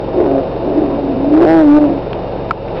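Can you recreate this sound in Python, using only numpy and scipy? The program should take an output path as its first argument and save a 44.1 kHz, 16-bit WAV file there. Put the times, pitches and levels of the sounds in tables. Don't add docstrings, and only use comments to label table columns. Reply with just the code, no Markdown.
import sys
import numpy as np
from scipy import signal
from scipy.fft import rfft, irfft
from scipy.io import wavfile
from scipy.ndimage import uniform_filter1d

SR = 44100
rng = np.random.default_rng(int(sys.argv[2]) if len(sys.argv) > 2 else 0)


def persist_wave(psi):
    counts = np.round(np.clip(psi, -1, 1) * 32767).astype(np.int16)
    wavfile.write(sys.argv[1], SR, np.atleast_2d(counts).T)


N = 123479

# time_s, pitch_hz, level_db, overtones_db, half_partials_db, roughness (0-1)
FIRST_CALL = [(.13, 385, -28, -12, -4, 0.36), (.17, 360, -15.5, -20, -18, 0.16),
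              (.215, 354.2, -13, -14.5, -20, 0.15), (.245, 334.3, -17.5, -5, -5.5, .25),
              (.275, 275.7, -18, -3, 1, .12), (.335, 275, -15, -8, -1, 0.08),
              (.395, 269.6, -18, -3.5, 0.5, 0.19), (.445, 260.4, -37.5, 2, 12, 0.25)]
SECOND_CALL = [(.66, 293.3, -22.5, -6, -1, 0.66), (.75, 295.5, -24.5, -8.5, -10, .25),
               (.8, 304.4, -16, -9, -10.5, 0.24), (.87, 294.4, -22, -12, -20, 0.27),
               (.93, 294.2, -23.5, -1, -10, 0.67), (.995, 287.7, -20.5, -8, -3, 0.25),
               (1.04, 279, -32.5, -2, -2, 0.33), (1.1, 282, -16, -17, -17, 0.35),
               (1.16, 243, -26.5, -5, -2, 0.41)]
SNARL = [(1.16, 255, -21, -12, -17, .3), (1.215, 275, -15.5, -16, -14, .15),
         (1.25, 279, -11.8, -20, -18, .08), (1.3, 290, -13, -14, -12, .12),
         (1.345, 301, -7.5, -19, -22, .1), (1.378, 322, -7.2, -21, -19, .12),
         (1.395, 328, -10.5, -14, -12, .25), (1.452, 354, -12, -12, -10, .35), (1.464, 305, -13, 0, 0, .12),
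         (1.5, 323, -9, -3, -1.5, .04), (1.525, 326, -8.4, -4.5, -3, .04), (1.552, 329, -5.9, -9, -8, .04),
         (1.618, 314, -6.6, -7, -9.8, .04), (1.627, 305, -8, -8.5, -20, .05),
         (1.68, 289, -4.5, -18, -28, .05), (1.72, 293, -4, -16, -25, .05),
         (1.782, 301, -4.8, -7.5, -17, .06), (1.795, 297, -16, -1, -14, .2),
         (1.818, 300, -7.3, -9, -22, .08), (1.85, 295, -7.6, -9, -18, .12), (1.885, 278, -15.5, -9, -7, .4),
         (1.985, 283, -21.5, -11, -8, .3)]
# pitch_multiple, gain_db
OVERTONES = [(2, 0), (3, -16), (4, -36.5), (5, -34.5), (6, -38)]
HALF_PARTIALS = [(.5, -15.5), (1.5, -6), (2.5, -5), (4.5, -30), (5.5, -32.5)]
JITTER, SHIMMER, FLUTTER_HZ = 0.0693, 0.22, 59.45
THROAT_LAG_CYCLES = .18

# time_s, level_db, lowest_resonance_hz, upper_resonances_db
GROWL_CONTOUR = [(0, -27, 389, -7), (.12, -31.5, 380, 7.5), (.165, -17, 385, -1), (.21, -14, 390, -2),
                 (.255, -11, 390, -9.5), (.3, -17, 405, -6), (.38, -27, 400, 10.5), (.46, -25, 381, 2.5),
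                 (.6, -27, 315, -0.5), (.7, -16.5, 370, -4), (.8, -11.5, 353, -7.5), (.91, -19, 325, -5.5),
                 (1.07, -19, 307, -5.5), (1.22, -20, 271, -2), (1.33, -16.5, 329, -4),
                 (1.445, -8.5, 400, -4), (1.47, -22, 369, 1), (1.7, -32.5, 349, 3), (1.83, -24, 350, -0.5),
                 (1.9, -12, 275.3, -10), (2.02, -31.5, 378.5, 0), (2.2, -31.5, 403, 4),
                 (2.52, -36.5, 397, 7)]
# centre_hz, width_hz, gain_db
THROAT_FORMANTS = [(530.6, 117, 9), (643.4, 44, 4), (880, 170, -15.5), (1460, 710, -36)]
FLAPS_PER_S, FLAP_SCATTER, FLAP_SPREAD_DB, PUFF_SHARE = 130, .22, 1, 0.33

# start_s, level_db
FOLD_SLAPS = [(.203, -4), (.212, -6), (.2425, -7), (.263, -6), (.314, -9), (1.324, -10), (1.366, -9),
              (1.419, -6), (1.45, -4)]
# pitch_hz, gain_db, rise_s
SLAP_RING = [(390, 0, 0.0021), (1650, -16, 0.00032)]

# start_s, level_db
KNOCK_HITS = [(2.5092, 5), (2.5122, -1)]
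# pitch_hz, gain_db, t60_s
KNOCK_MODES = [(1300, -1.5, 0.014), (1113, -8.5, 0.014), (2200, -9, 0.0073)]

# centre_s, length_s, level_db
GRASS_SWISHES = [(2.133, 0.0052, -22.5), (2.684, 0.0082, -30), (2.777, .028, -30)]
# frequency_hz, gain_db
GRASS_SPECTRUM = [(300, -5.5), (900, 13), (1700, 5), (3000, 2), (5300, -19)]

# shaft_multiple, level_db
ENGINE_ORDERS = [(1, -39.5), (2, -33.5), (3, -42), (4, -39), (5, -33), (7, -39.5), (8, -35), (15, -34),
                 (18, -34.5), (19, -40.5), (20, -33), (24, -39), (37, -44.5)]
# frequency_hz, gain_db
ENGINE_SPECTRUM = [(20, -11), (70, -9), (140, -1.5), (230, -2.5), (400, 2), (570, 1), (850, -2.5),
                   (1200, -15), (2000, -24.5), (2800, -22), (3300, -30.5), (4000, -30.5), (5300, -36)]
SHAFT_HZ, SHAFT_WANDER, THROB_DEPTH, THROB_DECAY_TURNS = 23.27, 0.0059, 0.45, 0.36
WHINE_HZ, WHINE_DB, ENGINE_NOISE_DB = 3663, -54, -23

DUCK_ABOVE_DB, DUCK_SHARE, DUCK_DELAY_S, PEAK_FALL_DB_PER_S = -13.5, 0.41, 0.012, 56
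MIC_EDGE_HZ, CLIP_LEVEL, TREBLE_LOSS_DB, BAND_EDGE_HZ = 5680, .71, -9, 15800


def pitched_call(contour):
    t = np.arange(N) / SR
    hz, db, overtones_db, half_db, roughness = curves(contour, t)
    phase = 2 * np.pi * np.cumsum(hz * (1 + JITTER * roughness * wobble(FLUTTER_HZ))) / SR
    lag = 2 * np.pi * THROAT_LAG_CYCLES
    tone = np.sin(phase)
    for partials, group_db in ((OVERTONES, overtones_db), (HALF_PARTIALS, half_db)):
        for multiple, partial_db in partials:
            flicker = 1 + SHIMMER * roughness * wobble(FLUTTER_HZ)
            tone += amp(group_db + partial_db) * np.sin(multiple * phase - lag) * flicker
    gate = np.clip(np.minimum(t - contour[0][0], contour[-1][0] - t) / 0.0017, 0, 1)
    shimmer = 1 + SHIMMER * roughness * wobble(FLUTTER_HZ)
    return np.sqrt(2) * gate * amp(db) * tone * shimmer


def growl():
    db, lowest_hz, upper_db = curves(GROWL_CONTOUR, np.arange(N) / SR)
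    cycles = np.cumsum(FLAPS_PER_S * np.exp(FLAP_SCATTER * wobble(FLUTTER_HZ))) / SR
    flaps = np.diff(np.floor(cycles), prepend=0) * amp(FLAP_SPREAD_DB * wobble(FLUTTER_HZ))
    puffs = np.exp(-(cycles % 1) / 0.84) * rng.standard_normal(N)
    drive = (1 - PUFF_SHARE) * unit(flaps - flaps.mean()) + PUFF_SHARE * unit(puffs)
    chest = unit(resonate(drive, lowest_hz, width_hz=189))
    upper = sum(amp(gain) * unit(resonate(drive, hz, width)) for hz, width, gain in THROAT_FORMANTS)
    return amp(db) * high_pass(chest + amp(upper_db) * unit(upper), hz=205)


def rasps(detune=0.044):
    out, t = np.zeros(N), np.arange(SR // 30) / SR
    for start_s, db in FOLD_SLAPS:
        for hz, ring_db, rise_s in SLAP_RING:
            envelope = t / rise_s * np.exp(1 - t / rise_s)
            ring_hz = hz * np.exp(detune * rng.standard_normal())
            add(out, start_s, amp(db + ring_db) * envelope * np.sin(2 * np.pi * ring_hz * t))
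    return out


def whimper():
    breath = unit(resonate(rng.standard_normal(N), hz=1000, width_hz=160))
    return swell(centre_s=.93, length_s=.07, db=-31.5) * breath


def knock(contact_s=0.00074):
    out, t = np.zeros(N), np.arange(SR // 10) / SR
    ring = sum(amp(db - 60 * t / t60) * np.sin(2 * np.pi * hz * t) for hz, db, t60 in KNOCK_MODES)
    attack = 1 - np.exp(-t / contact_s)
    for start_s, db in KNOCK_HITS:
        add(out, start_s, amp(db) * ring * attack)
    return out


def grass_rustles():
    envelope = sum(swell(*swish) for swish in GRASS_SWISHES)
    grains = coloured_noise(GRASS_SPECTRUM) * amp(4.2 * wobble(hz=280))
    return envelope * unit(grains)


def idling_engine():
    turns = np.cumsum(SHAFT_HZ * (1 + SHAFT_WANDER * wobble(hz=7.27))) / SR
    hum = sum(amp(db) * np.cos(2 * np.pi * (order * turns + rng.random())) for order, db in ENGINE_ORDERS)
    whine = amp(WHINE_DB) * np.sin(2 * np.pi * WHINE_HZ * np.arange(N) / SR)
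    throb = unit(1 + THROB_DEPTH * np.exp(-(turns % 1) / THROB_DECAY_TURNS))
    noise = amp(ENGINE_NOISE_DB) * coloured_noise(ENGINE_SPECTRUM)
    return np.sqrt(2) * (hum + whine) + noise * throb


def amp(db):
    return 10 ** (np.asarray(db) / 20)


def unit(x):
    return x / np.sqrt(np.mean(x ** 2) + 1e-20)


def curves(table, t):
    times, *columns = np.transpose(table)
    return [np.interp(t, times, column) for column in columns]


def swell(centre_s, length_s, db):
    return amp(db) * np.exp(-(2 * (np.arange(N) / SR - centre_s) / length_s) ** 2)


def add(mix, start_s, sound):
    part = mix[round(start_s * SR):][:len(sound)]
    part += sound[:len(part)]


def wobble(hz):
    f = np.fft.rfftfreq(N, 1 / SR)
    return unit(irfft(rfft(rng.standard_normal(N)) / (1 + (f / hz) ** 4), N))


def coloured_noise(spectrum):
    hz, db = np.transpose(spectrum)
    f = np.fft.rfftfreq(N, 1 / SR)
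    gain = amp(np.interp(np.log(f + 1), np.log(hz), db))
    return unit(irfft(rfft(rng.standard_normal(N)) * gain, N))


def resonate(x, hz, width_hz):
    carrier = np.exp(2j * np.pi * np.cumsum(hz * np.ones(N)) / SR)
    r = np.exp(-np.pi * width_hz / SR)
    return (carrier * signal.lfilter([(1 - r) ** 2], [1, -2 * r, r * r], x / carrier)).real


def low_pass(x, hz, taps):
    return signal.oaconvolve(x, signal.firwin(taps, hz, window=("kaiser", 8), fs=SR), "same")


def high_pass(x, hz):
    return signal.sosfilt(signal.butter(4, hz, "high", fs=SR, output="sos"), x)


def scene():
    lions = growl() + rasps() + whimper()
    lions += sum(pitched_call(contour) for contour in (FIRST_CALL, SECOND_CALL, SNARL))
    return (lions + idling_engine() + knock() + grass_rustles())[None]


def record(dry):
    t = np.arange(N) / SR
    mic = low_pass(dry[0], MIC_EDGE_HZ, taps=161)
    treble_db = 20 * np.log10(abs(high_pass(mic, hz=1100)) + 1e-9)
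    fall_db = t * PEAK_FALL_DB_PER_S
    held_db = np.maximum.accumulate(treble_db + fall_db) - fall_db
    excess_db = uniform_filter1d(np.maximum(held_db - DUCK_ABOVE_DB, 0), size=200)
    duck_db = DUCK_SHARE * np.interp(t - DUCK_DELAY_S, t, excess_db)
    clipped = np.clip(mic / amp(duck_db), -CLIP_LEVEL, CLIP_LEVEL)
    body = low_pass(clipped, MIC_EDGE_HZ, taps=161)
    fizz = amp(TREBLE_LOSS_DB) * (clipped - body)
    return low_pass(body + fizz, BAND_EDGE_HZ, taps=255)[None]


dry = scene()
out = record(dry)
persist_wave(out)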